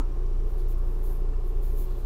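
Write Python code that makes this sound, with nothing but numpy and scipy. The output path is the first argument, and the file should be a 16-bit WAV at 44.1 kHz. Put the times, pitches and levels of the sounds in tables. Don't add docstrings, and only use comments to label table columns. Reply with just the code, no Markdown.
import sys
import numpy as np
from scipy import signal
from scipy.fft import rfft, irfft, next_fast_len
from scipy.io import wavfile

SR = 44100
rng = np.random.default_rng(int(sys.argv[2]) if len(sys.argv) > 2 else 0)


def transcribe(signal):
    frames = np.atleast_2d(signal).T
    limited = np.clip(frames, -1, 1)
    pcm = np.round(limited * 32767).astype(np.int16)
    wavfile.write(sys.argv[1], SR, pcm)


def voltage_ratio(decibels):
    exponent = np.asarray(decibels, float) / 20
    return 10 ** exponent


N = 90581
TIME_S = np.arange(N) / SR


def at_hz(points, hz):
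    p = np.array(points, float)
    return np.interp(np.log(hz), np.log(p[:, 0]), p[:, 1])


def coloured(gain):
    size = next_fast_len(N)
    hz = np.arange(1, size // 2 + 2) * SR / size
    x = irfft(rfft(rng.standard_normal(size)) * gain(hz), size)[:N]
    return x / x.std()


def drift(rate_hz):
    return coloured(lambda hz: 1 / (1 + (hz / rate_hz) ** 2))


def shaped(points):
    low_hz, high_hz = points[0][0], points[-1][0]
    return coloured(lambda hz: voltage_ratio(at_hz(points, hz)) / (1 + (low_hz / hz) ** 8 + (hz / high_hz) ** 8))


def resonance(centre_hz, width_hz):
    return coloured(lambda hz: 1 / (1 + ((hz - centre_hz) / width_hz * 1.48) ** 2))


# (frequency [Hz], density [dB per Hz])
HISS_SPECTRUM = [(1800, -0.5), (2390, -3.5), (4000, -7.5), (5410, -10), (6480, -12), (11900, -15),
                 (15800, -9.5)]
HISS_DB = -65.5


def hiss():
    return voltage_ratio(HISS_DB) * shaped(HISS_SPECTRUM)


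# (frequency [Hz], density [dB per Hz])
RUMBLE_SPECTRUM = [(9, -14), (21, 0), (44, 2), (62, -4), (72, -11), (85, -12.5), (100, -18), (140, -16)]
RUMBLE_DB = -38.3


def rumble():
    return voltage_ratio(RUMBLE_DB) * shaped(RUMBLE_SPECTRUM)


# (frequency [Hz], density [dB per Hz])
AIR_SPECTRUM = [(150, -7), (220, -14), (304, -15), (400, -6), (480, -16.5), (1080, -17.5), (1620, -28),
                (2600, -43)]
AIR_DB, AIR_DRIFT_DB = -52, 0.61


def duct_air():
    return voltage_ratio(AIR_DB + AIR_DRIFT_DB * drift(4.6)) * shaped(AIR_SPECTRUM)


# (frequency [Hz], width [Hz], level [dB rms])
PANEL_RESONANCES = [(166, 36, -55.5), (279.3, 37, -57), (344.7, 31.6, -52.5), (366.1, 13, -52),
                    (380.8, 15, -60), (406.2, 9.3, -55), (436.5, 12.5, -54.5), (459.4, 21, -61.5),
                    (559.5, 47, -61), (746, 68, -64.5), (1076, 70, -65.5), (1794, 54, -80),
                    (2375, 110, -79.5), (2790, 30, -83)]
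PANEL_DRIFT_DB = .6


def panels():
    out = np.zeros(N)
    for hz, width_hz, db in PANEL_RESONANCES:
        out += voltage_ratio(db + PANEL_DRIFT_DB * drift(6.0)) * resonance(hz, width_hz)
    return out


# (time [s], firing rate [Hz])
FIRING_RATE = [(0, 28.97), (1.0, 28.96), (1.5, 29.08), (2.06, 29.25)]
STRONG_FIRING_S = .0528


def firing_angle():
    rate_hz = np.interp(TIME_S, *np.transpose(FIRING_RATE))
    angle = 2 * np.pi * np.cumsum(rate_hz) / SR
    return angle - angle[int(STRONG_FIRING_S * SR)]


# (time [s], level [dB])
CHIRP_HIGH_LEVEL = [(0, -66), (.45, -66), (.85, -69.5), (1.1, -74), (1.3, -80), (1.6, -75), (2.06, -75)]
# (time [s], level [dB])
CHIRP_LOW_LEVEL = [(0, -80), (.45, -77), (.9, -72), (1.5, -71), (2.06, -72)]
# main belt, second belt [Hz]
CHIRP_PITCH = (5700, 5130)
CHIRP_LAG_S, CHIRP_SHARPNESS, CHIRP_UNEVEN_DB = .004, 1.7, 1.6


def pulley(angle):
    a = angle - 2 * np.pi * FIRING_RATE[0][1] * CHIRP_LAG_S
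    torque = .75 * np.cos(a) + .19 * np.cos(a / 2) - .06 * np.cos(a / 4)
    gate = np.exp(CHIRP_SHARPNESS * (torque - 1))
    out = np.zeros(N)
    for hz, levels in zip(CHIRP_PITCH, (CHIRP_HIGH_LEVEL, CHIRP_LOW_LEVEL)):
        pitch_hz = hz - 45 * np.sin(a) - 35 * np.cos(a / 2) + 35 * drift(80.0)
        level_db = np.interp(TIME_S, *np.transpose(levels)) + CHIRP_UNEVEN_DB * drift(20.0)
        out += voltage_ratio(level_db) * gate * np.sin(2 * np.pi * np.cumsum(pitch_hz) / SR)
    return out


# (time [s], frequency [Hz], peak level [dB], t60 [s])
KNOCK_MODES = [
    (0, 262, -28, .07),
    (1.334, 1300, -49, .04),
    (1.334, 1750, -51, .035),
    (1.338, 2730, -59, .07),
]
KNOCK_RISE_S = .002


def knocks():
    out = np.zeros(N)
    for start_s, hz, db, t60_s in KNOCK_MODES:
        age_s = TIME_S - start_s
        decay = voltage_ratio(db - 60 * np.abs(age_s) / t60_s)
        already_ringing = start_s == 0
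        onset = np.minimum(1, already_ringing + np.abs(age_s) / KNOCK_RISE_S)
        out -= (age_s >= 0) * decay * onset * np.cos(2 * np.pi * hz * age_s)
    return out


# (time [s], level [dB], frequency [Hz], width [Hz], t60 [s])
TICK_MODES = [
    (.003, -54, 6960, 970, 0.055),
    (.003, -55, 9800, 3200, .03),
    (.001, -65, 2700, 1600, 0.11),
    (.004, -48, 945, 150, 0.2),
    (.004, -52, 1290, 150, 0.25),
    (.004, -60, 1860, 1100, 0.12),
]
TICK_RISE_S = 0.00058


def ticks():
    out = np.zeros(N)
    for start_s, db, hz, width_hz, t60_s in TICK_MODES:
        age_s = np.maximum(TIME_S - start_s, 0)
        onset = np.minimum(age_s / TICK_RISE_S, 1)
        out += voltage_ratio(db - 60 * age_s / t60_s) * onset * resonance(hz, width_hz)
    return out


# (time [s], level [dB], lowest frequency [Hz])
NAIL_CLICK = (1.909, -31, 9000)


def click():
    start_s, db, low_hz = NAIL_CLICK
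    first = int(start_s * SR)
    out = np.zeros(N)
    out[first] = voltage_ratio(db)
    out[first + 60] = -voltage_ratio(db - 5)
    return signal.sosfilt(signal.butter(4, low_hz, "high", fs=SR, output="sos"), out)


# (start [s], length [s], level [dB], centre [Hz], width [Hz])
RUB_TRAIL = (1.025, .23, -62, 11900, 1100)


def trail():
    start_s, length_s, db, hz, width_hz = RUB_TRAIL
    u = np.clip((TIME_S - start_s) / length_s, 0, 1)
    return voltage_ratio(db) * np.sin(np.pi * u ** 0.67) ** 2 * resonance(hz, width_hz)


# (start [s], length [s], level [dB], centre [Hz], rising share [0-1])
GRIP_RUBS = [(0.444, 0.19, -66, 12500, 0.34), (0.562, 0.093, -63, 12000, 0.37),
             (0.673, 0.068, -58.5, 13500, 0.26), (0.684, 0.068, -56, 14900, .5),
             (0.77, 0.03, -63.5, 12500, .4), (0.73, 0.49, -67, 12700, 0.48), (1.022, .18, -55, 13100, .12),
             (1.12, 0.15, -70.5, 12000, .4), (1.428, 0.12, -63, 12600, 0.33),
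             (1.533, 0.076, -69, 13000, .4), (1.605, .17, -55.5, 13700, .25),
             (1.70, 0.081, -58.5, 13300, 0.67), (1.761, .13, -50.5, 13100, 0.16),
             (1.84, 0.2, -66.5, 12900, 0.25), (1.949, 0.11, -62.5, 12400, 0.41),
             (0.566, 0.076, -66, 4360, 0.45), (1.623, 0.13, -72, 4000, 0.43),
             (1.78, 0.42, -66.5, 3760, 0.33)]
# (frequency [Hz], level below its top [dB])
RUB_SKIRT_SPECTRUM = [(2000, -15), (3800, -6.5), (5500, -13), (7000, -5), (8500, -11.5), (15000, -7)]
RUB_WIDTH_OCT, RUB_GRAIN_DB = .44, .7


def rub_noise(centre_hz):
    def gain(hz):
        band = np.exp(-(np.log2(hz / centre_hz) / RUB_WIDTH_OCT) ** 2)
        skirt = voltage_ratio(at_hz(RUB_SKIRT_SPECTRUM, hz)) * (hz > 1500)
        return band + skirt
    return coloured(gain)


def rubs():
    out = np.zeros(N)
    for start_s, length_s, db, centre_hz, rise in GRIP_RUBS:
        rise = np.clip(rise, .05, .95)
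        u = (TIME_S - start_s) / length_s
        ramp = np.clip(np.minimum(u / rise, (1 - u) / (1 - rise)), 0, 1)
        out += voltage_ratio(db) * np.sin(np.pi / 2 * ramp) ** 1.2 * rub_noise(centre_hz)
    return out * voltage_ratio(RUB_GRAIN_DB * drift(60.0))


# (multiple of firing rate, level [dB rms], unsteadiness [dB])
ENGINE_ORDERS = [(.5, -39.5, 2.0), (1, -24.2, .3), (2, -38.6, 1.2), (3, -60, 2.0), (4, -47, .5),
                 (4.77, -60.5, 2.0), (8, -67, 1.5)]
# (time [s], level [dB rms])
IDLE_LOAD = [(0, -22), (.09, -26), (.3, -23), (.46, -23.5), (.54, -25), (.7, -23.2), (.88, -22.5),
             (.96, -24), (1.3, -24), (1.63, -23), (1.85, -24.5), (2.05, -28)]
STEEP_RISE_RAD, STEEP_POWER = 1.0, 1.43


def engine(angle):
    load_s, load_db = np.transpose(IDLE_LOAD)
    swing_db = np.interp(TIME_S, load_s, load_db - load_db.mean())
    out = np.zeros(N)
    for order, db, wobble_db in ENGINE_ORDERS:
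        level_db = db + swing_db / max(order, 1) + wobble_db * drift(16.0)
        lead_rad = STEEP_RISE_RAD * max(order - 1, 0) ** STEEP_POWER
        out += np.sqrt(2) * voltage_ratio(level_db) * np.cos(order * angle + lead_rad)
    return out


def scene():
    angle = firing_angle()
    cabin = hiss() + rumble() + duct_air() + panels()
    hand = knocks() + ticks() + click() + trail() + rubs()
    return (cabin + pulley(angle) + hand + engine(angle))[None]


def roll_off(x):
    return signal.sosfilt(signal.butter(12, 16040, fs=SR, output="sos"), x)


def record(dry):
    top_cut = signal.ellip(12, .1, 40, 15660, fs=SR, output="sos")
    mix = signal.sosfiltfilt(top_cut, dry)
    return roll_off(mix)


dry = scene()
out = record(dry)
transcribe(out)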